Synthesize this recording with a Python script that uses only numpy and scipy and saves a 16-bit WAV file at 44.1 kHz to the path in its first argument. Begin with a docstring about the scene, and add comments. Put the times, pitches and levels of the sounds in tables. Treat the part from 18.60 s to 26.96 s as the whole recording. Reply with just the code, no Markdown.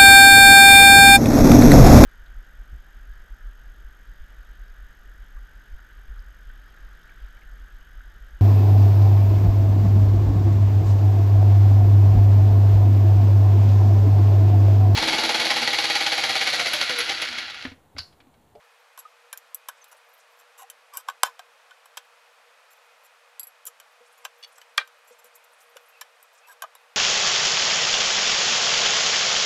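"""The soft steady rush of a small workshop comes first, with a glove's faint rustle on a handle.
Close by, a T-handle socket wrench works on the nuts of a motorbike: noise cracks and decaying modes
make its taps and one slam, runs of tiny slips its scrapes, unsteady sine tones its squeaks.
Bumps swell in one mode, thuds in two; a small part jiggles, a loose housing knocks once.
Short wall reflections follow, built from decaying noise; the recorder cuts the top."""
import sys
import numpy as np
from scipy import signal
from scipy.fft import rfft, irfft
from scipy.io import wavfile
from scipy.ndimage import uniform_filter1d

SR = 44100
rng = np.random.default_rng(int(sys.argv[2]) if len(sys.argv) > 2 else 0)


def digitize_waveform(pressure):
    """Quantize a signal to 16-bit integers and store it at the path in sys.argv[1].

    Rows of a 2-D input are taken as channels; values are limited to [-1, 1].
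    """
    field = np.atleast_2d(pressure).T
    bounded = np.clip(field, -1, 1)
    quanta = np.round(bounded * 32767).astype(np.int16)
    wavfile.write(sys.argv[1], SR, quanta)


N = 368676  # samples in the scene
T = np.arange(SR // 5) / SR  # the time axis of one contact, in seconds


def undb(db):
    """Decibels to gain."""
    return 10 ** (np.asarray(db) / 20)


def unit(x, span_s=None):
    """Scale to rms 1 over the first span_s seconds, or over the whole."""
    head = x if span_s is None else x[:int(span_s * SR)]
    return x / np.sqrt(np.mean(head ** 2) + 1e-20)


def band(x, lo_hz, hi_hz, order=4):
    """Causal band-pass."""
    sos = signal.butter(order, [lo_hz, min(hi_hz, SR / 2 - 1)], "band", fs=SR, output="sos")
    return signal.sosfilt(sos, x)


def fade(t, t60):
    """Exponential decay, 60 dB down after t60 seconds."""
    return np.exp(-np.log(1000) * t / t60)


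def add(track, s, sound):
    """Mix a sound in at time s."""
    i = int(s * SR)
    track[i:i + len(sound)] += sound[:N - i]


def walk(rate_hz):
    """Random drift with a spread near 1, gliding to a new value rate_hz times a second."""
    k = int(SR / rate_hz)
    steps = np.repeat(rng.standard_normal(N // k + 1), k)
    return uniform_filter1d(steps, k)[:N]


# The rush of the room air. Each row: frequency in Hz, relative density in dB per Hz.
AIR = [(25, -40.5), (195, -39), (228, -18), (315, -34.5), (385, -18), (470, -1.5), (600, 0.5), (1300, 2),
       (2200, -2.5), (3200, -6.5), (6000, -14.5), (9500, -19), (12700, -22), (16000, -38)]
# Narrow steady resonances in it, as of a distant fan. Each row: centre in Hz, width in Hz, level in dB.
FAN = [(477.4, 12, -71.5), (2500, 71, -71)]


def air(rush_db=-57.5):
    """Noise shaped to the rush of the room plus two narrow noise bands; the level wavers very slightly."""
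    hz = np.maximum(np.fft.rfftfreq(N, 1 / SR), 1)
    points_hz, db = np.transpose(AIR)
    shape = undb(np.interp(np.log(hz), np.log(points_hz), db))
    rush = irfft(rfft(rng.standard_normal(N)) * shape, N)
    fan = np.zeros(N)
    for centre, width, fan_db in FAN:
        hum = band(rng.standard_normal(N), centre - width / 2, centre + width / 2, order=2)
        fan += undb(fan_db) * unit(hum)
    return (undb(rush_db) * unit(rush) + fan) * undb(.3 * walk(4.1))


# The fingers work the handle close by. Each row: start in seconds, end in seconds.
GRIPS = [(1.2, 1.75), (5.3, 6.15), (6.45, 7.35), (7.6, 7.85)]
# The glove's creases crackle, each in its own range. Each row: low Hz, high Hz, level in dB.
CREASES = [(5000, 9000, -78.5), (8100, 11600, -80.5), (11100, 14200, -79.5)]


def glove(crinkles_per_s, spread_db, twirl_db=-14, regrip_s=0.21):
    """Rubber creases crackle as random noise puffs; between grips the twirled shaft rustles less."""
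    t = np.arange(N) / SR
    gripping = sum(1. * ((t > start) & (t < end)) for start, end in GRIPS)
    holding = uniform_filter1d(gripping, int(regrip_s * SR))  # a change of grip takes a moment
    out = np.zeros(N)
    for lo_hz, hi_hz, db in CREASES:
        sizes = undb(spread_db * np.minimum(rng.standard_exponential(N), 2))
        crinkles = (rng.random(N) < crinkles_per_s / SR) * sizes
        puffs = signal.oaconvolve(crinkles, T * fade(T, 0.048))[:N]
        envelope = puffs * undb(twirl_db * (1 - holding))
        out += undb(db) * unit(band(envelope * rng.standard_normal(N), lo_hz, hi_hz, order=3))
    return out


def workshop(x, low_db, high_db, low_t60, high_t60, delay_s):
    """Dense reflections off the bike and near walls, as decaying noise; the treble dies first."""
    arrive = np.clip(T / delay_s - 1, 0, 1)
    low = band(rng.standard_normal(len(T)), 400, 4200, order=2) * fade(T, low_t60)
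    high = band(rng.standard_normal(len(T)), 3800, 15000, order=2) * fade(T, high_t60)
    reflections = arrive * (undb(low_db) * low + undb(high_db) * high)
    return signal.fftconvolve(x, reflections)[:N]


def low_thump(work):
    """A very faint low thump under the work, made from the rectified sound."""
    return undb(-53) * band(np.abs(work), 30, 300, order=1)


def ring(modes, detune, damping=1):
    """Impulse response of a part; grip and point of contact shift its modes a little each time."""
    hz, db, t60 = np.transpose(modes)[:, :, None]
    shift, weight = rng.standard_normal((2, len(modes), 1))
    side = (-1) ** np.arange(len(modes))[:, None]  # neighbouring modes swing opposite ways
    swing = np.sin(2 * np.pi * hz * (1 + detune * shift) * T)
    return np.sum(side * undb(db + weight) * fade(T, t60 / damping) * swing, axis=0)


# The five registers of a contact: thump, knock, clack, tick, sizzle. 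Their edges in Hz, in one list.
REGISTERS = [470, 1350, 2000, 5000, 9500, 15000]
REGISTER_CENTRES_HZ = np.sqrt(np.multiply(REGISTERS[:-1], REGISTERS[1:]))
REGISTER_OCTAVES = np.log2(REGISTER_CENTRES_HZ / 3160)


def colour(usual_db, level_db, bright_db=0, lift_db=0):
    """Register levels of one contact: its kind's colour, tilted by brightness, arched by midrange lift."""
    tilt = bright_db * REGISTER_OCTAVES
    arch = -lift_db * (REGISTER_OCTAVES / 2) ** 2
    return np.array(usual_db) + level_db + tilt + arch


def voiced(sound, levels_db, span_s):
    """Hardness and place of the contact set how strongly each register speaks."""
    sound = band(sound, 450, 14000, order=2)
    out = np.zeros(len(sound))
    for lo, hi, db in zip(REGISTERS, REGISTERS[1:], levels_db):
        out += undb(db) * unit(band(sound, lo, hi), span_s)
    return out


def blows(table, modes, usual_db, crack_db, crack_t60, rise_s, detune, chatter_db, damping=1):
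    """Each blow is a noise crack, as of many dead high modes, and the part's ring, renewed by chatter."""
    out = np.zeros(N)
    level_span_s = .01
    for s, *touch in table:
        crack = band(rng.standard_normal(len(T)), 1800, 16000, order=1) * fade(T, crack_t60)
        chatter = rng.standard_normal(len(T)) * fade(T, 0.046)
        push = undb(chatter_db) * chatter / np.sqrt(np.sum(chatter ** 2))
        push[0] = 1
        body = signal.fftconvolve(push, ring(modes, detune, damping))[:len(T)]
        onset = 1 - np.exp(-(T / rise_s) ** 2)  # the faces take a moment to seat
        blow = onset * (undb(crack_db) * unit(crack, level_span_s) + unit(body, level_span_s))
        add(out, s, voiced(blow, colour(usual_db, *touch), level_span_s))
    return out


# The socket taps on the nut; a glancing tap is bright, a square one dull. Each row: start in seconds,
# level in dB before colouring, brightness in dB per octave, midrange lift in dB.
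TAPS = [(.376, -56.5, -1.6, -8.5), (.7283, -44, 1.3, -2.5), (.7742, -56, 11.5, 9.5),
        (.9452, -59, 10.5, -7.5), (1.0859, -43.5, -.5, -7), (1.0915, -61, -6, -5), (1.242, -61, 4.5, 4),
        (2.0996, -49.5, 4.5, 4), (2.3712, -47.5, 10, 4), (2.4854, -40, -5.5, -4), (2.498, -46, -3.5, 1),
        (2.7926, -48, -3, 5), (3.1085, -56, -5, 10.5), (3.2567, -61.5, -1, -4.5),
        (3.371, -44.5, -1.5, -2.5), (3.375, -40, 2, 18.5), (5.0533, -62.5, 7, -7), (5.068, -54, 7.5, 2),
        (5.0795, -55.5, 6, 5), (5.1999, -53, 1, 3.5), (5.6504, -37, -2.5, 6), (6.0149, -52, -1, 14),
        (6.176, -41, 2.5, 10), (6.2747, -61, -0.5, -1), (6.6437, -68, 1.5, -11), (7.1675, -49.5, -1, 6),
        (7.4108, -49, 3.5, 5), (7.4133, -45, -1, -0.5), (7.6276, -71.5, 4.5, -10), (8.0212, -42, -1, -4),
        (8.0371, -51, -9.5, 1), (8.1515, -60.5, 0, -8.5)]
# The wrench seated on the nut, damped by the glove. 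Each row: nominal Hz, relative dB, nominal t60 in seconds.
WRENCH = [(622, -12.5, 0.021), (747, -11.5, 0.023), (1031, -1, 0.02), (1245, -7, 0.017),
          (1509, -7.5, 0.054), (1660, -3.5, 0.038), (2405, -6.5, 0.027), (2725, -10.5, 0.036),
          (3105, -1, 0.033), (3550, -4, 0.022), (3883, -8, 0.027), (4560, -20.5, 0.022), (5550, 0.5, .012),
          (6050, -5, 0.03), (6440, -2, 0.014), (7554, 7.5, 0.014), (7960, -13, 0.01), (10870, -3, 0.018),
          (11900, 5.5, 0.01), (12860, 3.5, 0.0072)]
# Usual colour of a tap: dB added to thump, knock, clack, tick and sizzle.
TAP_COLOUR = [-1, -2.5, 1, -1, 0.5]


def taps():
    """The socket strikes the nut within its play and rings the wrench."""
    return blows(TAPS, WRENCH, TAP_COLOUR, crack_db=-6.5, crack_t60=0.036, rise_s=0.00029,
                 detune=0.028, chatter_db=-4.5)


def slips(table, modes, usual_db, slips_per_s, grit_db, release_t60):
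    """Steel slips on steel in a quick run of tiny catches, each ringing the part, with gritty noise."""
    out = np.zeros(N)
    for s, length, *touch in table:
        press = np.minimum(T / 0.0059, 1) * fade(np.maximum(T - length, 0), release_t60)
        catches = (rng.random(len(T)) < slips_per_s / SR) * rng.standard_normal(len(T)) * press
        body = signal.fftconvolve(catches, ring(modes, 0.048))[:len(T)]
        grit = rng.standard_normal(len(T)) * press
        rub = unit(body) + undb(grit_db) * unit(grit)
        add(out, s, voiced(rub, colour(usual_db, *touch), length))
    return out


# Steel slides on steel, between or just after blows. Each row: start in seconds, length in seconds
# before release, level in dB before colouring, brightness in dB per octave.
SCRAPES = [(.379, .021, -59.5, 1.5), (1.311, 0.015, -61.5, 0), (1.785, 0.029, -66.5, 0.2),
           (1.975, 0.054, -57.5, 0), (2.331, 0.076, -55.5, -0.5), (2.473, 0.0083, -64, -5),
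           (4.101, 0.033, -72.5, 4), (4.432, 0.032, -74, 5), (5.061, .014, -54.5, 7), (5.572, .016, -68, 1),
           (5.641, 0.011, -58, -2), (5.975, 0.0077, -65.5, 0), (6.471, 0.032, -67.5, 1.7),
           (6.583, .016, -65.5, 0.5), (6.648, 0.02, -68, 1), (6.749, 0.014, -71.5, 8.5),
           (6.836, 0.011, -76, 6), (7.726, 0.018, -80, 4.5), (7.867, 0.064, -63, 0.5)]
# Usual colour of a scrape: dB added to thump, knock, clack, tick and sizzle.
SCRAPE_COLOUR = [3.5, -6, -2.5, 0.5, 2]


def scrapes():
    """The socket slides in its play; many small slips ring the wrench."""
    return slips(SCRAPES, WRENCH, SCRAPE_COLOUR, slips_per_s=1100, grit_db=-6.5, release_t60=0.036)


# Light touches that leave the steel free to ring. Each row: start in seconds, level in dB before
# colouring, brightness in dB per octave.
TINKS = [(.39, -58.5, 2.5), (4.7953, -45, 0), (4.8312, -54.5, 2), (4.8701, -68.5, 7)]
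# The free steel socket. Each row: nominal Hz, relative dB, t60 in seconds.
SOCKET = [(4060, -9, 0.021), (4770, -10, 0.071), (7670, -1.5, 0.072), (11300, 6, 0.06), (11900, 1, 0.066)]
# Usual colour of a tink: dB added to thump, knock, clack, tick and sizzle.
TINK_COLOUR = [-21, -27, -3.5, 3, 11]


def tinks():
    """A light touch rings the free socket's modes, most of them longer than a seated wrench's."""
    return blows(TINKS, SOCKET, TINK_COLOUR, crack_db=-8.5, crack_t60=0.029, rise_s=0.000087,
                 detune=0.0015, chatter_db=-11)


def swell(hz, db, t60, rise_s=0.0065):
    """A single tone swells in softly and dies away."""
    shape = (1 - np.exp(-(T / rise_s) ** 2)) * fade(T, t60)
    return undb(db) * shape / shape.max() * np.sin(2 * np.pi * hz * T)


# Soft pushes, or one wrench mode ringing on after a tap or the slam. Each row: start in seconds,
# frequency in Hz, envelope peak in dB.
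BUMPS = [(0.451, 1245, -37.5), (0.732, 1587, -38.5), (1.093, 1530, -41), (1.342, 587, -54),
         (2.018, 783, -43), (2.036, 772, -41.5), (2.372, 1540, -40), (2.68, 1040, -35.5),
         (2.792, 730, -38.5), (3.113, 1480, -42.5), (5.078, 1270, -48), (7.158, 525, -41.5),
         (7.411, 1730, -40), (8.019, 1577, -29), (8.036, 670, -37), (8.041, 1240, -36)]


def bumps():
    """Single decaying tones: soft pushes, or one wrench mode ringing on after a tap or the slam."""
    out = np.zeros(N)
    for s, hz, db in BUMPS:
        add(out, s, swell(hz, db, t60=0.031))
    return out


# The thread squeaks as it turns. Each row: start in seconds, length in seconds, mean Hz,
# level in dB rms at the middle of the squeak.
SQUEAKS = [(1.212, 0.024, 6120, -54), (1.976, 0.07, 1025, -55), (2.318, 0.067, 1095, -47.5),
           (7.315, 0.093, 2560, -59.5), (7.825, 0.062, 2600, -56.5), (7.87, 0.047, 987, -53),
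           (7.886, .042, 1595, -48.5), (8.144, .035, 3750, -60)]


def squeaks(waver):
    """Stick and slip lock on one resonance for a moment; the pitch is unsteady."""
    out = np.zeros(N)
    for s, length, hz, db in SQUEAKS:
        n = int(length * SR)
        pitch = hz * (1 + waver * walk(180)[:n])
        tone = np.sqrt(2) * np.sin(2 * np.pi * np.cumsum(pitch) / SR)
        arch = np.sin(np.pi * np.arange(n) / n)
        add(out, s, undb(db) * arch * tone)
    return out


def rattle(table, modes, usual_db, length_s, drop_db, bright_db, t60, grit_db):
    """Each heavy blow leaves the faces chattering, weaker and duller than the blow."""
    rebound_s = .011  # the parts start to rattle after this
    runs = [(s + rebound_s, length_s, db + drop_db, bright_db) for s, db in table]
    return slips(runs, modes, usual_db, slips_per_s=2200, grit_db=grit_db, release_t60=t60)


# The socket slams home on the nut. 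Each row: start in seconds, level in dB before colouring.
SLAMS = [(2.632, -21.5)]
# Usual colour of a slam: dB added to thump, knock, clack, tick and sizzle.
SLAM_COLOUR = [5.5, -13, -1.5, -1, -3]


def slams():
    """A hard blow on the nut with a short, strong crack rings the wrench, then it rattles."""
    blow = blows(SLAMS, WRENCH, SLAM_COLOUR, crack_db=3.5, crack_t60=0.0093, rise_s=0.00091,
                 detune=0.0093, chatter_db=-20.5, damping=0.88)
    return blow + rattle(SLAMS, WRENCH, TAP_COLOUR, length_s=.022, drop_db=-24.5, bright_db=-2.0,
                         t60=0.09, grit_db=-4)


# The hand leans on the wrench and the frame thuds. Each row: start in seconds, level in dB.
THUDS = [(5.404, -47.5), (6.505, -43.5), (6.64, -49.5), (7.16, -53.5)]
# The frame. Each row: frequency in Hz, dB added to the thud's level for the envelope peak, t60 in seconds.
FRAME = [(234, -27, .09), (488, -2.5, 0.093)]


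def thuds():
    """A cushioned push wakes both modes of the frame."""
    out = np.zeros(N)
    for s, db in THUDS:
        for hz, mode_db, t60 in FRAME:
            add(out, s, swell(hz, db + mode_db, t60))
    return out


# A loose small part jiggles. Each row: start in seconds, level in dB before colouring.
JIGGLES = [(5.826, -46), (5.834, -43.5), (5.8425, -43)]
# That small part. Each row: nominal Hz, relative dB, t60 in seconds.
SMALL_PART = [(2860, -6, 0.031), (3370, -3, 0.035), (4460, -8.5, 0.067), (5380, -8, .03), (6170, -3, 0.029),
              (11800, -10, 0.023)]
# Usual colour of a jiggle: dB added to thump, knock, clack, tick and sizzle.
JIGGLE_COLOUR = [-27, -33, 0, -16, -25]


def jiggles():
    """Soft-edged blows in quick succession ring the small part."""
    return blows(JIGGLES, SMALL_PART, JIGGLE_COLOUR, crack_db=1, crack_t60=0.022, rise_s=0.0024,
                 detune=0.012, chatter_db=-14)


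# The loose housing hits the frame. Each row: start in seconds, level in dB before colouring.
KNOCKS = [(6.1783, -20)]
# The housing. Each row: nominal Hz, relative dB, nominal t60 in seconds.
HOUSING = [(587, -14, 0.035), (840, -18.5, 0.084), (1200, 0.5, 0.032), (1598, 4.5, .055),
           (1870, 8.5, 0.012), (2320, -6.5, 0.065), (2380, -5.5, 0.082), (2690, 2, 0.025),
           (3190, -3.5, 0.044), (3370, 6.5, 0.024), (4320, -12, 0.03), (6170, -11, 0.058),
           (10160, -15, .04)]
# Usual colour of a knock: dB added to thump, knock, clack, tick and sizzle.
KNOCK_COLOUR = [-2, -1, 2, -13.5, -25]


def knocks():
    """The housing's modes ring from a heavy blow, then it rattles."""
    blow = blows(KNOCKS, HOUSING, KNOCK_COLOUR, crack_db=-3.5, crack_t60=0.018, rise_s=0.00065,
                 detune=0.0021, chatter_db=-8, damping=1.17)
    return blow + rattle(KNOCKS, HOUSING, KNOCK_COLOUR, length_s=0.013, drop_db=-24.5, bright_db=-1.5,
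                         t60=0.096, grit_db=1)


def scene():
    """Glove, wrench, bike and housing in the room."""
    work = glove(crinkles_per_s=14, spread_db=7)
    work += taps() + scrapes() + tinks() + bumps() + squeaks(waver=0.052)
    work += slams() + thuds() + jiggles() + knocks()
    room = workshop(work, low_db=-40.5, high_db=-47.5, low_t60=0.14, high_t60=0.12, delay_s=0.0028)
    return (work + low_thump(work) + room + air())[None]


def record(dry):
    """The recorder cuts the top, steeply above 16 kHz."""
    return signal.sosfilt(signal.ellip(8, .2, 70, 16000, fs=SR, output="sos"), dry)


dry = scene()
out = record(dry)
digitize_waveform(out)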